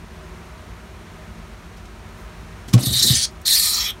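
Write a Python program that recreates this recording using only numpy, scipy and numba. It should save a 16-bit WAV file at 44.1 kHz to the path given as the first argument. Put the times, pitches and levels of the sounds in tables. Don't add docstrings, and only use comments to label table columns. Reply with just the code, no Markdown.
import sys
import numpy as np
from scipy import signal
from scipy.fft import rfft, irfft
from scipy.io import wavfile
from scipy.ndimage import uniform_filter1d
from numba import njit

SR = 44100
rng = np.random.default_rng(int(sys.argv[2]) if len(sys.argv) > 2 else 0)


def natural_amplitude(level_db):
    exponent = np.asarray(level_db, float) / 20
    return 10 ** exponent


def put_to_file(sound):
    columns = np.atleast_2d(sound).T
    safe = np.clip(columns, -1, 1)
    whole_steps = np.round(safe * 32767)
    wavfile.write(sys.argv[1], SR, whole_steps.astype(np.int16))


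N = 176400


def rms_one(x):
    return x / np.sqrt(np.mean(x ** 2) + 1e-20)


def drift(rate_hz):
    r = np.exp(-2 * np.pi * rate_hz / SR)
    noise = rng.standard_normal(N + SR)
    return rms_one(signal.lfilter([1], [1, -2 * r, r * r], noise)[SR:])


def filtered(x, order, hz, kind):
    return signal.sosfilt(signal.butter(order, hz, kind, fs=SR, output="sos"), x)


def coloured(points, humps=()):
    hz = np.fft.rfftfreq(N, 1 / SR) + 1
    table = np.array(points)
    level_db = np.interp(np.log(hz), np.log(table[:, 0]), table[:, 1])
    level_db = level_db - 50 * np.maximum(np.log2(table[0, 0] / hz), 0)
    for centre_hz, width_hz, db in humps:
        level_db = level_db + db * np.exp(-((hz - centre_hz) / width_hz) ** 2 * 2)
    return rms_one(irfft(rfft(rng.standard_normal(N)) * natural_amplitude(level_db), N))


def swell(t, rise_s, t60):
    t = np.maximum(t, 0)
    return (1 - np.exp(-t / rise_s)) ** 2 * natural_amplitude(-60 * t / t60)


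@njit
def resonate(x, cos_w, r):
    y = np.zeros(len(x))
    for i in range(2, len(x)):
        y[i] = x[i] - x[i - 2] + 2 * r * cos_w[i] * y[i - 1] - r * r * y[i - 2]
    return y


def cavity(air, hz, width_hz):
    cos_w = np.cos(2 * np.pi * np.clip(hz + np.zeros(N), 10, .45 * SR) / SR)
    r = np.exp(-np.pi * width_hz * 1.5 / SR)
    return rms_one(resonate(resonate(air, cos_w, r), cos_w, r))


# f/Hz, level/dB per Hz
ROOM_TONE = [(42, -5.5), (88, -1), (131, -9), (355, -18), (1280, -20.5), (2300, -25), (3000, -29.5),
             (9500, -39.5), (15800, -50.5)]
# f/Hz, width/Hz, level/dB
ROOM_HUMPS = [(54.4, 20.4, 6), (80.4, 10, -2), (131.6, 17, -10.5), (168.2, 11.7, 8.5), (220, 14, 9),
              (267.6, 18, -9), (375, 36, 7.5), (526, 49, -4.5), (626, 19, 6.5), (836, 27, -8.5),
              (990, 78, 2), (1267, 22, 4), (4880, 410, -3), (7700, 710, -3), (10400, 550, -5.5)]


def room_tone(cry):
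    duck_db, recovery_hz = -1.5, 0.83
    r = np.exp(-2 * np.pi * recovery_hz / SR)
    loud = np.tanh(60 * signal.lfilter([1 - r], [1, -r], np.abs(cry)))
    return natural_amplitude(-38 + 0.5 * drift(1.54) + duck_db * loud) * coloured(ROOM_TONE, ROOM_HUMPS)


def enclosure_tail(x):
    t = np.arange(SR // 2) / SR
    tail = signal.lfilter([1], [1, -.55], rng.standard_normal(len(t)))
    tail = filtered(tail * swell(t, 0.0011, 0.11), 2, 900, "high")
    return natural_amplitude(-10.5) * signal.fftconvolve(x, tail / np.sqrt(np.sum(tail ** 2)))[:N]


def debris():
    level_db, hardness_share, rise_s, t60_s = -22, 1.45, 0.023, 0.13
    t = np.arange(N) / SR
    shake = np.zeros(N)
    for s, db, hard_db, _ in THUDS:
        shake += natural_amplitude(db + level_db + hardness_share * hard_db) * swell(t - s, rise_s, t60_s)
    grains = rng.standard_normal(N) * natural_amplitude(2.0 * drift(60))
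    return shake * rms_one(filtered(grains, 2, [244, 700], "band"))


# t/s, level/dB, hardness/dB, ring length/multiple of t60
THUDS = [(2.673, -32, 11, 1.01), (2.728, -12, 6, .7), (2.738, 5, 3.5, .92), (2.794, -21.5, 11.5, 1.01),
         (2.826, -23, 11.5, 1.01), (2.866, -3.5, 1, .6), (2.902, -18.5, 7, 1.01), (2.948, -18, -12, 1.01),
         (3.001, -24, -19, .8), (3.039, -24.5, 14, 1.01), (3.1, 4, -9, .55), (3.141, -30, 2, 1.01),
         (3.151, -16.5, -17, .8), (3.21, -33, -11, 1.01), (2.885, -27, -24, .9), (2.762, -19, 9.5, 1.01),
         (3.01, -37, 13, 1.01), (3.061, -27, 11.5, 1.01), (3.121, -27.5, 13.5, 1.01),
         (2.809, -23.5, 10, 1.01)]
# f/Hz, level/dB, t60/s, swell/s, share of hardness/1
FLOOR_MODES = [(76, -3, 0.12, 0.067, -1.69), (127.6, 16, 0.097, 0.023, 0.041),
               (186.6, 10, 0.034, 0.0056, 0.47), (249.7, -10, 0.096, 0.01, 1.5),
               (338, -13, 0.046, 0.0063, 1.83), (469, -29, 0.1, 0.0092, 1.75),
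               (600, -37, 0.053, 0.009, 0.98), (740, -45, 0.13, .004, 1.9),
               (1166, -22.5, 0.052, 0.0029, 0.88)]


def thuds():
    out, t = np.zeros(N + SR), np.arange(SR // 2) / SR
    for s, db, hard_db, ring in THUDS:
        i = int(s * SR)
        for hz, mode_db, t60, rise_s, share in FLOOR_MODES:
            detune, phase = rng.standard_normal(2)
            wave = np.sin(2 * np.pi * hz * (1 + 0.051 * detune) * t + 2 * phase)
            level = natural_amplitude(db + mode_db + share * hard_db)
            out[i:i + len(t)] += level * swell(t, rise_s, t60 * ring) * wave
    return out[:N]


# t/s, level/dB, rise/s, t60/s, tilt/dB per octave
SCUFFS = [(1.395, -62, .003, .05, 3), (1.76, -40, 0.011, 0.11, 1), (1.853, -41, 0.0015, 0.035, -1),
          (2.15, -57, 0.025, 0.35, 14), (2.675, -39.5, 0.0036, 0.19, 5), (2.684, -39, 0.00034, 0.023, -7),
          (2.728, -17.5, 0.0044, 0.046, 0), (2.7354, -14, 0.00096, 0.047, 3.5),
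          (2.775, -30.5, 0.0014, 0.16, -4), (3.310, -52, 0.00067, 0.021, 12),
          (3.413, -45, 0.0015, 0.03, 12.5)]
# f/Hz, level/dB per Hz
GRIT = [(530, -47), (900, -2), (1160, -10), (1420, -6), (4920, -4.5), (5610, -3), (16000, -23)]


def scuffs():
    grit = coloured(GRIT) * natural_amplitude(1.0 * drift(270))
    out, t = np.zeros(N + SR), np.arange(SR // 4) / SR
    octaves = np.log2(np.fft.rfftfreq(len(t), 1 / SR) / 5000 + 0.046)
    for s, db, rise_s, t60, tilt_db in SCUFFS:
        i = int(s * SR)
        burst = irfft(rfft(grit[i:i + len(t)]) * natural_amplitude(tilt_db * octaves), len(t))
        out[i:i + len(t)] += natural_amplitude(db) * swell(t, rise_s, t60) * burst
    return out[:N]


def slapped(air):
    slaps_per_s, jitter_db, slap_db, spread_db = 390, 2.5, 8.5, 2.5
    beats = np.floor(np.cumsum(slaps_per_s * natural_amplitude(jitter_db * drift(90))) / SR)
    onsets = 1.0 * (np.diff(beats, prepend=0) > 0)
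    strength = natural_amplitude(slap_db + spread_db * np.minimum(rng.exponential(1, N), 1.9))
    return air * (1 + uniform_filter1d(onsets, size=5) * 5 * strength)


def throat(rasp, hz):
    return cavity(rasp, hz, 644) - natural_amplitude(-10) * cavity(rasp, hz * 1.1, 870)


def airway(air, table, scale_hz, control_db, patch, moved):
    out = np.zeros(N)
    for k, (place, width_hz, db) in enumerate(table):
        level = (-1) ** k * natural_amplitude(db + control_db) * patch()
        out += level * cavity(air, scale_hz * place * moved(), width_hz)
    return out


def fixed_cavities(air, table):
    return sum(natural_amplitude(db) * cavity(air, hz, width_hz) for hz, width_hz, db in table)


# t/s, level over effort/dB
LIP_HISS = [(2.8, 0), (2.85, -4), (2.9, -6), (2.94, 3), (3.0, -7), (3.04, -8), (3.075, 8), (3.11, -4),
            (3.16, 1), (3.26, -5), (3.46, 3), (3.52, 0), (3.58, 1), (3.68, 4), (3.76, 6), (3.83, 6),
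            (3.92, -4)]


def lip_hiss(t):
    hiss = filtered(rng.standard_normal(N), 2, 5700, "high")
    return natural_amplitude(-13 + np.interp(t, *np.transpose(LIP_HISS))) * hiss


# f/multiple of throat, width/Hz, level/dB
TONGUE = [(1.3, 700, -1), (1.65, 960, -7.5)]
# f/multiple of throat, width/Hz, level/dB
MOUTH = [(2.12, 1300, -5.5), (2.62, 600, -16.5), (2.97, 930, -9.5), (3.4, 1390, -26), (3.75, 1510, -19)]
# f/Hz, width/Hz, level/dB
CHEST = [(1845, 370, -25), (2400, 1300, -23.5)]
# f/Hz, width/Hz, level/dB
SQUEEZED_FIRST = [(2090, 660, -15.5), (3280, 310, -3), (5300, 2040, 2.5), (5980, 1640, 8.5),
                  (7900, 970, -7), (8980, 1400, 0)]
SQUEEZED_SECOND = [(2180, 470, -6.5), (3350, 280, -0.5), (5570, 180, -7), (6440, 420, -11),
                   (12360, 1100, -9.5), (14600, 1600, -17)]
# f/Hz, width/Hz, level/dB
WHEEZE = [(976, 200, -23.5), (1250, 230, -19)]
# t/s, effort/dB, throat f/Hz, tongue gap/dB, mouth
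# opening/dB, squeeze/dB
FIRST_SQUEAL = [(2.79, -51, 4100, -10, 16.5, -14), (2.808, -32, 3800, -21, 5, -28),
                (2.825, -33.5, 3830, -8, 0, -6), (2.835, -26, 4210, -7, 2, -7.5),
                (2.852, -31.5, 4100, -8, 5, -13), (2.862, -22, 3760, -12, 2.5, -13.5),
                (2.885, -27.5, 3770, -16, 4.5, -16), (2.897, -24, 3700, -14, -4, -18.5),
                (2.91, -26, 3700, -14, 0, -25),
                (2.92, -27.5, 3800, -12, 0, -29), (2.932, -19, 3870, -8, -3, -11),
               (2.955, -19, 3940, -12, -3, -14), (2.985, -17, 3950, -5, -4.5, -15),
               (3.002, -18, 3820, 0, -3, -18), (3.017, -23, 3900, -12, 1, -3),
                (3.017, -22.5, 4100, -4, -9, -22), (3.028, -12, 4120, -3.5, -2.5, -42),
                (3.06, -18.5, 4100, -7.5, 2, -26), (3.082, -15, 3820, -4.5, -2, -20),
                (3.125, -18, 3630, -4, -1.5, -8), (3.165, -23.5, 3880, 3, -43, 1.5),
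                (3.21, -23.5, 4270, -11, -22, -6), (3.254, -23, 4270, -19, -21, -4.5),
                (3.272, -61, 4260, -12, -16, -18)]
SECOND_SQUEAL = [(3.45, -51, 4100, -9, 2, -27), (3.456, -21, 4130, -9, -11, -27),
                 (3.465, -15, 4100, -13, -8, -18), (3.471, -22, 4100, -1, -0.5, -18),
                 (3.48, -9.5, 3810, -18, -9.5, -34), (3.492, -23, 4000, 2, 1, -8),
                 (3.51, -13, 4100, -26, -1.5, -24),
                 (3.511, -17.5, 3900, -10, -2, -37), (3.53, -12, 4050, -8.5, -5.5, -33),
                 (3.556, -15.5, 4350, -5.5, 0.5, -15), (3.575, -17.5, 4780, -12, -1.5, -12.5),
                 (3.6, -17, 4200, -9, 4, -21), (3.616, -22.5, 4200, -5, 0, -12),
                 (3.628, -18.5, 4280, -4.5, 0, -18.5), (3.66, -20, 4140, -3.5, 2.5, -10),
                 (3.68, -22, 4120, -2, 0, -11.5),
                 (3.705, -24, 4200, -7, 3.5, -13), (3.735, -22, 4270, -2.5, -5.5, -15.5),
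               (3.78, -19.5, 4450, -6.5, -18, -15.5), (3.81, -25.5, 4050, -0.5, -17, -3),
               (3.85, -30.5, 3780, 2, -2, 1), (3.88, -26.5, 3400, -9, -14, -3),
               (3.907, -24, 3200, -30, -13, -10.5), (3.924, -49, 3300, -16, -16, -16)]


def squeals():
    second_s = 3.38
    t = np.arange(N) / SR
    bursts = FIRST_SQUEAL + SECOND_SQUEAL
    s, effort_db, *controls = np.transpose(sorted(bursts))
    hz, tongue_db, mouth_db, squeeze_db = [np.interp(t, s, c) for c in controls]
    gain = np.zeros(N)
    for one in (s < second_s, s > second_s):
        gain += natural_amplitude(np.interp(t, s[one], effort_db[one], left=-120, right=-120))

    wander, shift = natural_amplitude(1.47 * drift(35)), 1 + 0.025 * drift(21)
    patch = lambda: np.roll(wander, rng.integers(N))
    moved = lambda: np.roll(shift, rng.integers(N))
    root_moved = lambda: np.sqrt(moved())

    air = rng.standard_normal(N)
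    rest_hz, mouth_follows = 4100, 0.37
    mouth_hz = rest_hz * (hz / rest_hz) ** mouth_follows
    bright = throat(slapped(air), hz)
    bright = bright + airway(air, TONGUE, mouth_hz, tongue_db, patch, moved)
    bright = bright + airway(air, MOUTH, mouth_hz, mouth_db, patch, moved)
    out = filtered(bright, 6, 3160, "high") + fixed_cavities(air, CHEST)
    out = out + (t < second_s) * airway(air, SQUEEZED_FIRST, 1, squeeze_db, patch, root_moved)
    out = out + (t >= second_s) * airway(air, SQUEEZED_SECOND, 1, squeeze_db, patch, root_moved)

    creep = np.clip((t - 3.46) / 0.31, 0, 1) * natural_amplitude(-0.6 * (np.interp(t, s, effort_db) + 20))
    out = out + creep * fixed_cavities(air, WHEEZE)
    return gain * (out + patch() * lip_hiss(t))


# t/s, lag/ms
BOUNCE = [(2.8, 1.236), (3.05, 1.134), (3.2, 1.26), (3.3, 0.76), (3.45, 1.29), (3.6, 1.3), (3.75, 1.36),
          (3.9, 1.41)]


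def with_bounce(cry):
    t = np.arange(N) / SR
    lag_s = np.interp(t, *np.transpose(BOUNCE)) / 1000
    return cry - natural_amplitude(-15) * np.interp(t - lag_s, t, cry)


# lag/s, level/dB
WALL_ECHOES = [(.00162, -20), (.00265, -35), (.0049, -18.5)]


def with_wall_echoes(cry):
    return cry + sum(natural_amplitude(db) * np.roll(cry, round(lag_s * SR)) for lag_s, db in WALL_ECHOES)


def scene():
    cry = with_bounce(squeals())
    near = scuffs() + 0.94 * with_wall_echoes(cry)
    return (room_tone(cry) + enclosure_tail(near) + debris() + thuds() + near)[None, :]


def low_pass(x):
    return signal.sosfilt(signal.butter(12, 16300, fs=SR, output="sos"), x)


def record(dry):
    rounded = 1.4 * np.tanh(dry / 1.4)
    mix = signal.sosfilt(signal.ellip(12, .5, 70, 15800, fs=SR, output="sos"), rounded)
    return low_pass(mix)


dry = scene()
out = record(dry)
put_to_file(out)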